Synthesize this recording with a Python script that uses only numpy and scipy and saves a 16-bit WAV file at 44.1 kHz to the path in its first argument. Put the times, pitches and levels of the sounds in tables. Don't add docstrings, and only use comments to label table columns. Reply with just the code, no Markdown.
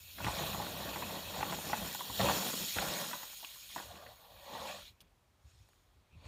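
import sys
import numpy as np
from scipy import signal
from scipy.fft import rfft, irfft
from scipy.io import wavfile
from scipy.ndimage import uniform_filter1d

SR = 44100
rng = np.random.default_rng(int(sys.argv[2]) if len(sys.argv) > 2 else 0)


def decibels_to_gain(level_db):
    exponent = np.asarray(level_db, float) / 20
    return 10 ** exponent


def output_pcm(signal):
    pcm = np.clip(np.atleast_2d(signal).T, -1, 1) * 32767
    wavfile.write(sys.argv[1], SR, np.round(pcm).astype(np.int16))


N = 276903
STEP = 32
RIM_FOLLOWS_LOAD = 0.51

# (time [s], ratchet level [dB], hub turned to the microphone [dB], loose dirt thrown up [dB])
PASSING = [(0, -63, 3, 1.5), (.16, -60.5, 5, 4), (.28, -50, -3, -0.5), (.46, -50, 3, 3.5), (.6, -53, 2, 3),
           (1.24, -54, 2, 2), (1.7, -48.5, -1.5, -0.5), (2.1, -52, 3, 3), (2.18, -46.5, 0.5, 3),
           (2.33, -42, -1, -0.5), (3.0, -46, -3, -1), (3.27, -54, 1, 0.5), (3.67, -59, 0.5, 2.5),
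           (3.77, -52.5, -2, 1), (3.94, -65, -0.5, 0), (4.31, -74, 6, 7), (4.69, -54.5, -6.5, 2),
           (4.8, -60.5, -3, 5)]
FAR = [
    (4.89, -67.5, -1, 9),
    (4.95, -90, 1, 1),
    (5.35, -95, -4, 2),
    (5.5, -73.5, -16, -4),
    (5.75, -80, -3, -0.5),
    (6.1, -98, -4, 11),
    (6.16, -89, -12, 10),
    (6.23, -81, -11, 11),
    (6.28, -65, -20, 3),
]


def rms_one(x):
    return x / np.sqrt(np.mean(x ** 2) + 1e-20)


def peak_one(x):
    return x / np.abs(x).max()


def add(out, x, s):
    i = round(s * SR)
    out[i:i + len(x)] += x[:N - i]


def in_time(rows):
    s, *columns = np.transpose(rows)
    return [np.interp(np.arange(N) / SR, s, column) for column in columns]


def both(a_db, b_db):
    return 20 * np.log10(np.hypot(decibels_to_gain(a_db), decibels_to_gain(b_db)))


def level(power):
    return np.interp(np.arange(N), np.arange(0, N, STEP), 10 * np.log10(power + 1e-14))


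def tent(start, end, rise_db_per_s, fall_db_per_s):
    t = np.arange(0, N, STEP) / SR
    return -rise_db_per_s * np.maximum(start - t, 0) - fall_db_per_s * np.maximum(t - end, 0)


def swells(rows, rises_faster):
    return sum(decibels_to_gain(db + tent(s, s, rises_faster * fade, fade)) ** 2 for s, db, fade in rows)


def drift(rate):
    r = np.exp(-80 * np.pi * rate / SR)
    noise = rng.standard_normal(N // 40 + 2002)
    slow = signal.lfilter([1], [1, -2 * r, r * r], noise)[2000:]
    return np.interp(np.arange(N) / 40, np.arange(len(slow)), rms_one(slow))


def resonance(x, hz, width):
    r = np.exp(-np.pi * width / SR)
    poles = [1, -2 * r * np.cos(2 * np.pi * hz / SR), r * r]
    return signal.lfilter((1 - r * r) / 2 * np.array([1, 0, -1]), poles, x)


def grains(per_s, spread_db):
    sizes = decibels_to_gain(spread_db * np.minimum(rng.exponential(1, N), 4)) * rng.choice([-1, 1], N)
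    return rms_one(sizes * (rng.random(N) < per_s / SR)) + 1e-9


def body(drive, modes, flicker_db, flicker_rate):
    total = np.zeros(N)
    for k, (hz, width, db) in enumerate(modes):
        gain = decibels_to_gain(db + flicker_db * drift(flicker_rate))
        total += resonance(drive, hz, width) * gain * (-1) ** k
    return rms_one(total)


def burst(length, chatter):
    size = SR // 8
    fade = decibels_to_gain(-60 * np.arange(size) / SR / np.clip(length, .004, .2))
    drive = chatter * rng.standard_normal(size) * fade
    drive[0] += 1
    return drive


def wood():
    # (frequency [Hz], density [dB per Hz])
    spectrum = [(40, 16), (120, 1), (204, -4.5), (333, -6.5), (368, -2), (416, -6.5), (589, -6), (737, -6),
                (1040, -6.5), (1130, -7), (1570, -12), (1700, -11.5), (15700, -26)]
    hz, db = np.transpose(spectrum)
    grid = np.arange(N // 2 + 1) * SR / N + 1
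    shape = decibels_to_gain(np.interp(np.log(grid), np.log(hz), db, left=-90, right=-90))
    return rms_one(irfft(rfft(rng.standard_normal(N)) * shape, N)) * decibels_to_gain(-71)


def freewheel():
    # (time [s], speed towards the microphone [m/s])
    approach = [
        (0, 0),
        (1.4, 2),
        (2.25, 6),
        (2.95, -6),
        (6.28, -6),
    ]
    # (frequency [Hz], width [Hz], level [dB])
    hub_modes = [(5380, 670, -2.5), (6100, 330, -3.5), (6865, 290, 2.5), (8460, 750, -5.5),
                 (9840, 1330, -11)]
    hub_top = [(11280, 660, -6), (12100, 330, -4), (13000, 1030, -7.5), (14440, 210, 3),
               (15330, 1070, -4.5), (15800, 560, -2)]
    hub_low = [(2594, 280, 7), (2320, 440, 2)]
    # (time [s], peak level [dB], fade [dB/s])
    singing = [
        (.1, -61.5, 34),
        (.29, -48, 100),
        (.95, -57.5, 18),
        (2.28, -45, 100),
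        (2.73, -52, 200),
        (4.68, -51, 91),
        (6.16, -73, 60),
    ]
    sound_speed = 343
    ratchet_db, top_db, dirt_db = in_time(PASSING + FAR)

    dirt_ring_db = -6.5 + 0.21 * dirt_db
    load_ring_db = RIM_FOLLOWS_LOAD * (load()[0] - ratchet_db) - 8.5
    low_db = both(dirt_ring_db, load_ring_db)
    low_db = both(low_db, level(swells(singing, 1.24)) - ratchet_db)

    teeth_per_s = 170 * decibels_to_gain(0.83 * drift(2.55))
    teeth = np.cumsum(teeth_per_s / SR + 0.0051 * rng.standard_normal(N))
    pawls = decibels_to_gain(0.5 * np.cos(2 * np.pi * teeth))
    drive = grains(12000, 2.3) * pawls
    shell = body(drive, hub_modes, 1.8, 20) + decibels_to_gain(top_db) * body(drive, hub_top, 1.2, 20)
    shell += decibels_to_gain(low_db - 2.0) * body(drive, hub_low, 3.6, 13.5)

    emitted = np.cumsum(1 + in_time(approach)[0] / sound_speed)
    fine = signal.resample_poly(shell, 4, 1)
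    return decibels_to_gain(ratchet_db) * np.interp(4 * emitted, np.arange(len(fine)), fine)


def breeze():
    # (time [s], peak level [dB], fade [dB/s])
    gusts = [(.03, -62, 28), (.26, -40, 124), (.44, -50, 250), (.52, -49, 39), (.85, -54, 27),
             (1.06, -52.5, 108), (1.27, -49.5, 200), (1.4, -49, 150), (1.55, -55, 80), (1.7, -54.5, 88),
             (1.82, -48, 152), (2.11, -49, 300), (2.225, -35.5, 202), (2.3, -48, 102), (2.6, -56, 180),
             (2.775, -43.5, 300), (2.89, -49.5, 350), (3.88, -54, 137), (4.07, -62, 120), (4.351, -63, 90),
             (4.6, -60, 104), (4.79, -61, 250), (4.91, -63, 246), (5.04, -65, 350), (5.459, -54, 309),
             (5.55, -62, 200), (5.61, -58.5, 220), (5.97, -64, 208), (6.16, -51.5, 220), (6.26, -47, 600)]
    calm_db, rises_faster = -77.5, 1.97
    puffs = rng.standard_normal(N)
    for hz, width in [(76, 36), (48, 70), (62, 130)]:
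        puffs = resonance(puffs, hz, width)
    puffs = rms_one(puffs)
    swing = np.sqrt(uniform_filter1d(puffs ** 2, size=1400) + .1)
    return rms_one(puffs / swing) * decibels_to_gain(level(swells(gusts, rises_faster) + decibels_to_gain(calm_db) ** 2))


def load():
    # (touch time [s], lift time [s], load at touch [dB], load at lift [dB], hollowness [dB])
    contacts = [(0.183, .26, -58, -51, 4), (0.276, 0.623, -46, -47, -6.5), (0.595, 1.188, -50.5, -48.5, 1),
                (1.213, 1.36, -54, -46.5, -3), (1.379, 1.6, -46.5, -52.5, -0.5),
                (1.646, 1.866, -49, -49, 1), (1.896, 2.164, -57, -60, -0.5), (2.2, 2.478, -36.5, -44.5, 0),
                (2.54, 2.62, -75, -58.5, 10), (2.766, 3.04, -43, -48, -1), (3.052, 3.158, -55, -56.5, -2.5),
                (3.18, 3.27, -61, -63, -16), (3.766, 4.103, -57.5, -55, -16.5),
                (4.115, 4.42, -66.5, -60.5, -12.5), (4.429, 4.512, -61.5, -50, -24),
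                (4.538, 4.774, -46, -52.5, -14), (6.144, 6.282, -82.5, -61.5, 2.5)]
    # (time [s], peak level [dB], fade [dB/s])
    ripples = [(.25, -47.5, 110), (.41, -40, 150), (.56, -45.5, 80), (1.14, -63, 123), (1.52, -42.5, 116),
               (1.69, -51, 120), (1.82, -45.5, 150), (2.08, -53.5, 90), (2.24, -45.5, 74), (2.44, -50, 150),
               (2.54, -43, 154), (2.62, -47, 209), (2.81, -58, 104), (3.06, -51, 200), (3.12, -63, 200),
               (3.77, -57, 197), (3.95, -55, 250), (4.53, -53.5, 150), (5.02, -68.5, 200), (5.98, -79, 98),
               (4.66, -56.5, 90)]
    touch_db_per_s, lift_db_per_s = 1500, 284
    t = np.arange(0, N, STEP) / SR
    plain, hollow = 0, swells(ripples, 2.02)
    for touch, lift, touch_db, lift_db, hollow_db in contacts:
        press_db = np.interp(t, [touch, lift], [touch_db, lift_db])
        press = decibels_to_gain(press_db + tent(touch, lift, touch_db_per_s, lift_db_per_s)) ** 2
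        plain = plain + press
        hollow = hollow + press * decibels_to_gain(hollow_db) ** 2
    return level(plain), level(hollow)


def tyres():
    # (frequency [Hz], width [Hz], level [dB])
    tread_modes = [(468, 26, -2), (573.5, 61, 3.5), (694, 110, 2.5), (846, 270, 0), (1141, 121, -2)]
    rim_modes = [(1378, 218, -1), (1840, 420, 0), (1976, 130, 2)]
    chamber_modes = [(141, 54, 2), (195.4, 20, 9), (243, 41, 3), (303, 596, -4)]
    grit_modes = [(2817, 150, -4.5), (3230, 294, -0.5), (3850, 590, -1.5), (4440, 262, -2),
                  (4790, 230, -13)]
    load_db, hollow_db = load()
    ratchet_db, _, dirt_db = in_time(PASSING + FAR)

    mid_db, tread_follows = -39, 0.89
    free_db = mid_db + tread_follows * (ratchet_db - mid_db)
    rumble_db = both(load_db, free_db - 19)
    hum_db = both(hollow_db, free_db - 23.5)
    rim_loaded_db = ratchet_db + RIM_FOLLOWS_LOAD * (load_db - ratchet_db) - 6.5
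    rim_db = both(rim_loaded_db, free_db - 14)
    crunch_db = both(load_db - 8.5, ratchet_db + dirt_db)

    bumps = 1.1 * drift(25)
    stones = grains(3500, 3.2)
    tread = body(stones, tread_modes, 2.0, 14) * decibels_to_gain(rumble_db + bumps)
    rim = body(stones, rim_modes, 1.8, 14) * decibels_to_gain(rim_db + bumps)
    air = body(grains(900, 2.6), chamber_modes, 1.3, 12)
    swing = np.sqrt(uniform_filter1d(air ** 2, size=2000) + .15)
    hum = rms_one(air / swing) * decibels_to_gain(hum_db + .6 * bumps)
    grit = body(grains(7000, 2.6), grit_modes, 1.3, 18) * decibels_to_gain(crunch_db + .6 * bumps)
    return tread + rim + hum + grit


def knocks():
    # (time [s], peak level [dB], ring [Hz], upper modes [dB])
    blows = [(0.184, -44, 825, 5.5), (0.245, -33, 1110, 0), (0.266, -28.5, 910, -0.5),
             (0.282, -30.5, 900, -18), (0.545, -33, 960, -26), (0.665, -40, 684, 2),
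             (0.959, -33, 940, -3.5), (1.407, -36.5, 846, 0), (1.587, -38, 820, -9), (1.698, -34, 886, -8),
             (2.099, -36, 960, -13), (2.203, -38.5, 895, 11), (2.577, -47, 574, -11), (3.111, -42, 543, 2),
             (3.765, -37, 720, -4), (3.78, -40, 1000, 4.5), (3.8, -41, 905, -4), (4.064, -51, 460, 7)]
    # (time [s], peak level [dB], ring [Hz], upper modes [dB])
    slaps = [(0.203, -37, 870, -3), (0.392, -34, 655, -5), (0.435, -33, 650, -23), (1.363, -37, 705, -6),
             (1.524, -29, 815, -4), (1.731, -24, 810, -1.5), (2.194, -26.5, 437, -6),
             (2.285, -27.5, 1110, 0.5), (2.766, -34.5, 560, -2), (3.131, -33, 980, -1.5),
             (3.231, -39, 1010, -3.5), (3.429, -45.5, 820, -11), (3.442, -43, 980, -10),
             (3.559, -52, 1050, -7), (3.33, -50.5, 900, -1), (3.695, -55, 1100, -12),
             (3.856, -47, 555, -19), (4.364, -59, 1100, 3)]
    # (time [s], peak level [dB], ring [Hz], upper modes [dB])
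    clacks = [
        (0.6, -27.5, 806, -19),
        (0.619, -41, 1090, 2),
        (1.023, -33, 940, -4),
        (1.428, -24, 840, -4),
        (1.949, -33.5, 900, -5),
        (2.007, -31.5, 940, -9),
        (2.296, -23, 796, -2),
        (2.785, -32, 740, 9),
        (3.761, -31.5, 960, -10),
    ]
    # (frequency [Hz], level [dB])
    frame_modes = [(1448, 14.5), (1812, 9.5), (1600, 10), (1064, -4), (2610, 7.5)]
    out = np.zeros(N)
    padding = signal.butter(2, 2600, fs=SR, output="sos")
    for rows, thud_db, length in [(blows, -8, 0.065), (slaps, -16.5, 0.063), (clacks, -19, 0.028)]:
        for s, db, hz, upper_db in rows:
            drive = signal.sosfilt(padding, burst(length, chatter=.09))
            main = resonance(resonance(drive, hz, 330), hz, 330)
            upper = np.zeros(len(drive))
            for f, mode_db in frame_modes:
                strength_db = mode_db + rng.normal(0, 2.5)
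                upper += resonance(resonance(drive, f, 237), f, 420) * decibels_to_gain(strength_db)
            thud = resonance(resonance(drive, 272, 170), 82, 220)
            knock = peak_one(main) + decibels_to_gain(upper_db) * peak_one(upper) + decibels_to_gain(thud_db) * peak_one(thud)
            add(out, decibels_to_gain(db) * knock, s)
    return out


def snaps():
    # (time [s], peak level [dB], ring [Hz], length [s], bright edge [dB])
    cracks = [(0.2445, -31, 2920, 0.022, -14), (1.8594, -41, 3480, 0.02, 5), (1.928, -36, 4500, 0.008, 3),
              (1.9475, -31, 3440, 0.008, 0), (2.0053, -44, 3150, 0.017, 5), (2.2124, -23, 3370, 0.014, -15),
              (3.4466, -32.5, 2850, 0.017, -30), (5.005, -50, 3360, 0.04, -8),
              (5.0115, -54, 2800, 0.038, -1), (5.689, -57, 900, .006, -4), (5.733, -57, 1500, 0.0073, -9)]
    out = np.zeros(N)
    for s, db, hz, length, bright_db in cracks:
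        drive = burst(length, chatter=0.3)
        low_ring = resonance(resonance(drive, hz, 1000), hz, 1300)
        high_ring = resonance(resonance(drive, 1.56 * hz, 1000), 1.56 * hz, 1300)
        rings = low_ring + decibels_to_gain(bright_db / 2) * high_ring
        edge = sum(resonance(resonance(drive, f, 1500), f, 2500) for f in (9600., 13600.))
        add(out, decibels_to_gain(db) * (peak_one(rings) + decibels_to_gain(bright_db) * peak_one(edge)), s)
    return out


def trees(x):
    # (delay [s], level [dB])
    echoes = [(.006, -12), (.023, -20.5), (.041, -17), (.067, -17.5)]
    dull = signal.sosfilt(signal.butter(2, 3500, fs=SR, output="sos"), x)
    out = x.copy()
    for s, db in echoes:
        add(out, decibels_to_gain(db) * dull, s)
    return out


def scene():
    mono = wood() + freewheel() + breeze() + tyres() + trees(knocks() + snaps())
    return np.array([mono, mono])


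def band_limit(x):
    return signal.sosfilt(signal.butter(12, 16340, fs=SR, output="sos"), x)


def record(dry):
    cut = signal.sosfilt(signal.butter(2, 35, "high", fs=SR, output="sos"), dry)
    mix = signal.sosfilt(signal.cheby2(20, 70, 15950, fs=SR, output="sos"), cut)
    return band_limit(mix)


dry = scene()
out = record(dry)
output_pcm(out)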